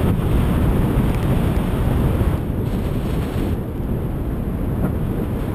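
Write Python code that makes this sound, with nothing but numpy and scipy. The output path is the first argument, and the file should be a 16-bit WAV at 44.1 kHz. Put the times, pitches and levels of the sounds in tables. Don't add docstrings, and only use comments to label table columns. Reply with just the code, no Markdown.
import sys
import numpy as np
from scipy import signal
from scipy.fft import rfft, irfft
from scipy.io import wavfile
from scipy.ndimage import uniform_filter1d

SR = 44100
rng = np.random.default_rng(int(sys.argv[2]) if len(sys.argv) > 2 else 0)


def dump(signal):
    limited = np.clip(np.atleast_2d(signal).T, -1, 1)
    pcm = np.round(limited * 32767).astype(np.int16)
    wavfile.write(sys.argv[1], SR, pcm)


N = 244314
TIME = np.arange(N) / SR
FREQUENCIES = np.fft.rfftfreq(N, 1 / SR)

# (time [s], rumble [dB], rush [dB])
WIND_LEVELS = [(0.0, -21.5, -21), (0.11, -14, -22), (0.14, -20.5, -31), (0.26, -18.5, -24.5),
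               (2.33, -18.5, -23.5), (2.41, -24.5, -28), (2.53, -21.5, -26), (4.55, -23.5, -28),
               (4.7, -21.5, -26.5), (5.54, -24, -26.5)]
# (time [s], length [s], rumble change [dB], rush change [dB])
BIG_SWIRLS = [(0.11, 0.018, 1.5, -3), (0.376, 0.036, 4.5, 3), (0.696, 0.16, 2, 2.5),
              (0.927, 0.031, -5, 3.5), (0.998, 0.031, 4, 1), (1.198, 0.024, -4.5, -5.5),
              (1.324, 0.016, 4.5, 6.5), (1.7, 0.084, -2.5, -1), (1.87, 0.047, 1.5, 0), (2.04, 0.04, 3, 2),
              (2.277, 0.044, 1.5, -2.5), (2.854, 0.045, 0, 3.5), (3.185, .035, 3.5, 1.5),
              (3.284, 0.042, -7, 2.5), (3.48, 0.12, 2, 3), (3.68, 0.11, -4.5, -2), (3.923, .025, 2, 2.5),
              (4.838, 0.023, 5.5, 5.5), (5.04, 0.015, 5, -4), (5.196, 0.022, -1, 5)]
# (time [s], length [s], level [dB])
GUSTS = [(0.087, 0.022, -25), (0.228, 0.014, -28), (4.857, 0.019, -26.5)]
# (time [s], surf [dB], spray [dB])
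SEA_FROM_ROCKS = [(0.0, -31, -40.5), (0.1, -36, -40.5), (0.12, -39, -51), (0.2, -39, -44),
                  (0.4, -31.5, -40), (0.69, -32.5, -44.5), (1.44, -32.5, -41), (2.34, -33.5, -45),
                  (2.37, -35.5, -46)]
SEA_FROM_BANK = [
    [(2.39, -38, -50), (2.394, -42, -48), (2.62, -43, -56.5)],
    [(3.6, -44, -55.5), (4.762, -40.5, -56.5), (4.78, -41, -55)],
    [(4.94, -42, -57), (5.032, -41, -52.5), (5.54, -38, -50.5)],
]
# (start [s], hold [s], hiss level [dB])
RAIN_BURSTS = [(2.645, 0.83, -52), (2.65, 0.016, -54.5), (3.053, 0.02, -52), (3.195, 0.011, -51),
               (3.314, 0.03, -51), (5.373, 0.08, -57)]
# (time [s], level [dB], splat length [s], knock boost [dB], tick boost [dB])
DROPS = [(1.0955, -40, .0015, 9, 5), (1.1455, -28, .0018, 11, -11), (1.2275, -31, .003, 12, -14),
         (1.5645, -36, .0016, 12, 0), (1.8572, -43, .0012, 0, 2), (2.3765, -37, .001, 0, 1),
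         (3.7773, -45, .0012, -3, -2), (3.8357, -49, .001, 0, 0)]
# (frequency [Hz], level [dB], time to fade by 60 dB [s])
HOUSING_TONES = [(2350, 0, .008), (4850, 0, .009), (5400, -3, .004)]
# (frequency [Hz], level [dB])
RUMBLE_COLOUR = [(15, -14), (28, -4), (50, -0.5), (85, -1), (130, -3), (190, -5.5), (260, -18), (450, -43)]
RUSH_COLOUR = [(120, -22), (190, -1), (250, 0.5), (360, -3), (480, -7), (650, -16), (1000, -24),
               (2000, -36)]
GUST_COLOUR = [(100, -4), (300, 0), (600, -5), (1400, -8), (1900, -19), (3000, -32), (5000, -48)]
SURF_COLOUR = [(350, -5), (600, 2.5), (750, 0), (1100, -1.5), (1500, -6.5), (2000, -11.5), (3000, -19.5),
               (4200, -28), (5800, -34.5)]
SPRAY_COLOUR = [(1200, -1.5), (2000, 0.5), (2600, 2.5), (3300, 3), (3650, -1), (4100, -12), (4600, -11.5),
                (5050, -17.5), (5400, -11.5), (5900, -17.5)]
RAIN_COLOUR = [(1500, -16), (3000, -3), (4200, 2.5), (4700, -4.5), (5050, -13), (5400, -2), (5900, -11.5)]
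SPLAT_COLOUR = [(1600, -9), (2300, 0), (3400, -2), (4500, -10), (5800, -13)]


def wind(small_swirls, flutter_db=0.5):
    rumble_db, rush_db = curves(WIND_LEVELS)
    for time, length, rumble_change_db, rush_change_db in BIG_SWIRLS:
        rumble_db += rumble_change_db * swell(time, length)
        rush_db += rush_change_db * swell(time, length)
    rush_db += flutter_db * small_swirls
    rumble = from_db(rumble_db + 0.02) * steadied(noise(RUMBLE_COLOUR), span_s=0.11)
    rush = from_db(rush_db - 1.5) * steadied(noise(RUSH_COLOUR), span_s=0.27)
    return rumble + rush


def gusts():
    loudness = sum(from_db(db) * swell(time, length) for time, length, db in GUSTS)
    return loudness * noise(GUST_COLOUR)


def surf(level_db, churn_db=0.55):
    return from_db(level_db + churn_db * wobble(25)) * noise(SURF_COLOUR)


def spray(level_db, small_swirls, flutter_db=1.0):
    return from_db(level_db + flutter_db * small_swirls) * noise(SPRAY_COLOUR)


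def rain(attack_s=0.02, fade_s=0.085, spray_db=6.5, roar_db=12, flutter_db=1.5):
    power = 0
    for start, hold, db in RAIN_BURSTS:
        corners = start + np.cumsum([0, attack_s, hold, fade_s])
        burst = from_db(db) * np.interp(TIME, corners, [0, 1, 1, 0])
        power += burst ** 2
    hiss = noise(RAIN_COLOUR)
    wet_air = from_db(spray_db) * noise(SPRAY_COLOUR)
    roar = from_db(roar_db) * noise(SURF_COLOUR)
    flutter = from_db(flutter_db * wobble(16))
    return np.sqrt(power) * flutter * (hiss + wet_air + roar)


def drops():
    splats, knocks, ticks = np.zeros((3, N))
    for time, db, length, knock_db, tick_db in DROPS:
        age = np.maximum(TIME - time, 0) / length
        splat = np.sqrt(2 * np.e) * age * np.exp(-age ** 2)
        splats += from_db(db) * splat
        impact = int((time + length / 2) * SR)
        knocks[impact] = from_db(db + knock_db)
        ticks[impact] = from_db(db + tick_db)
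    ringing = 0
    for clicks, (hz, db, fade_s) in zip((knocks, ticks, ticks), HOUSING_TONES):
        ringing += from_db(db) * ring(clicks, hz, fade_s)
    return splats * noise(SPLAT_COLOUR) + ringing


def ring(clicks, hz, fade_s):
    decay = from_db(-60 / (fade_s * SR))
    angle = 2 * np.pi * hz / SR
    return signal.lfilter([0, np.sin(angle)], [1, -2 * decay * np.cos(angle), decay ** 2], clicks + 1e-18)


def from_db(db):
    return 10 ** (np.asarray(db) / 20)


def unit_level(sound):
    return sound / np.sqrt(np.mean(sound ** 2) + 1e-20)


def curves(rows):
    times, *columns = np.transpose(rows)
    return [np.interp(TIME, times, column) for column in columns]


def swell(time, length):
    return np.exp(-((TIME - time) / length) ** 2)


def wobble(rate_hz):
    spectrum = rfft(rng.standard_normal(N)) / (1 + (FREQUENCIES / rate_hz) ** 2)
    return unit_level(irfft(spectrum, N))


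def noise(colour):
    hz, db = np.transpose(colour)
    freqs = np.maximum(FREQUENCIES, 1)
    ends = np.minimum(freqs / hz[0], 1) ** 2 * np.minimum(hz[-1] / freqs, 1) ** 2
    gain = from_db(np.interp(np.log(freqs), np.log(hz), db)) * ends
    return unit_level(irfft(rfft(rng.standard_normal(N)) * gain, N))


def steadied(sound, span_s):
    power = uniform_filter1d(sound ** 2, int(span_s * SR))
    return sound / np.sqrt(np.maximum(power, 1e-9))


def low_pass(sound, edge_hz, order):
    return irfft(rfft(sound) / np.sqrt(1 + (FREQUENCIES / edge_hz) ** (2 * order)), N)


def scene():
    bank = np.vstack(SEA_FROM_BANK) + [0, 1, 0]
    surf_db, spray_db = curves(np.vstack([SEA_FROM_ROCKS, bank]))
    small_swirls = wobble(26)
    air = wind(small_swirls) + gusts()
    water = surf(surf_db) + spray(spray_db, small_swirls) + rain() + drops()
    return (air + water)[None]


def record(dry, hold_hz=12000, cutoff_hz=15300):
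    narrow = low_pass(dry, hold_hz / 2 - 250, order=28)
    mirrored = narrow * (1 + 2 * np.cos(2 * np.pi * hold_hz * TIME))
    held = irfft(rfft(mirrored) * np.sinc(FREQUENCIES / hold_hz), N)
    return low_pass(held, cutoff_hz, order=200)


dry = scene()
out = record(dry)
dump(out)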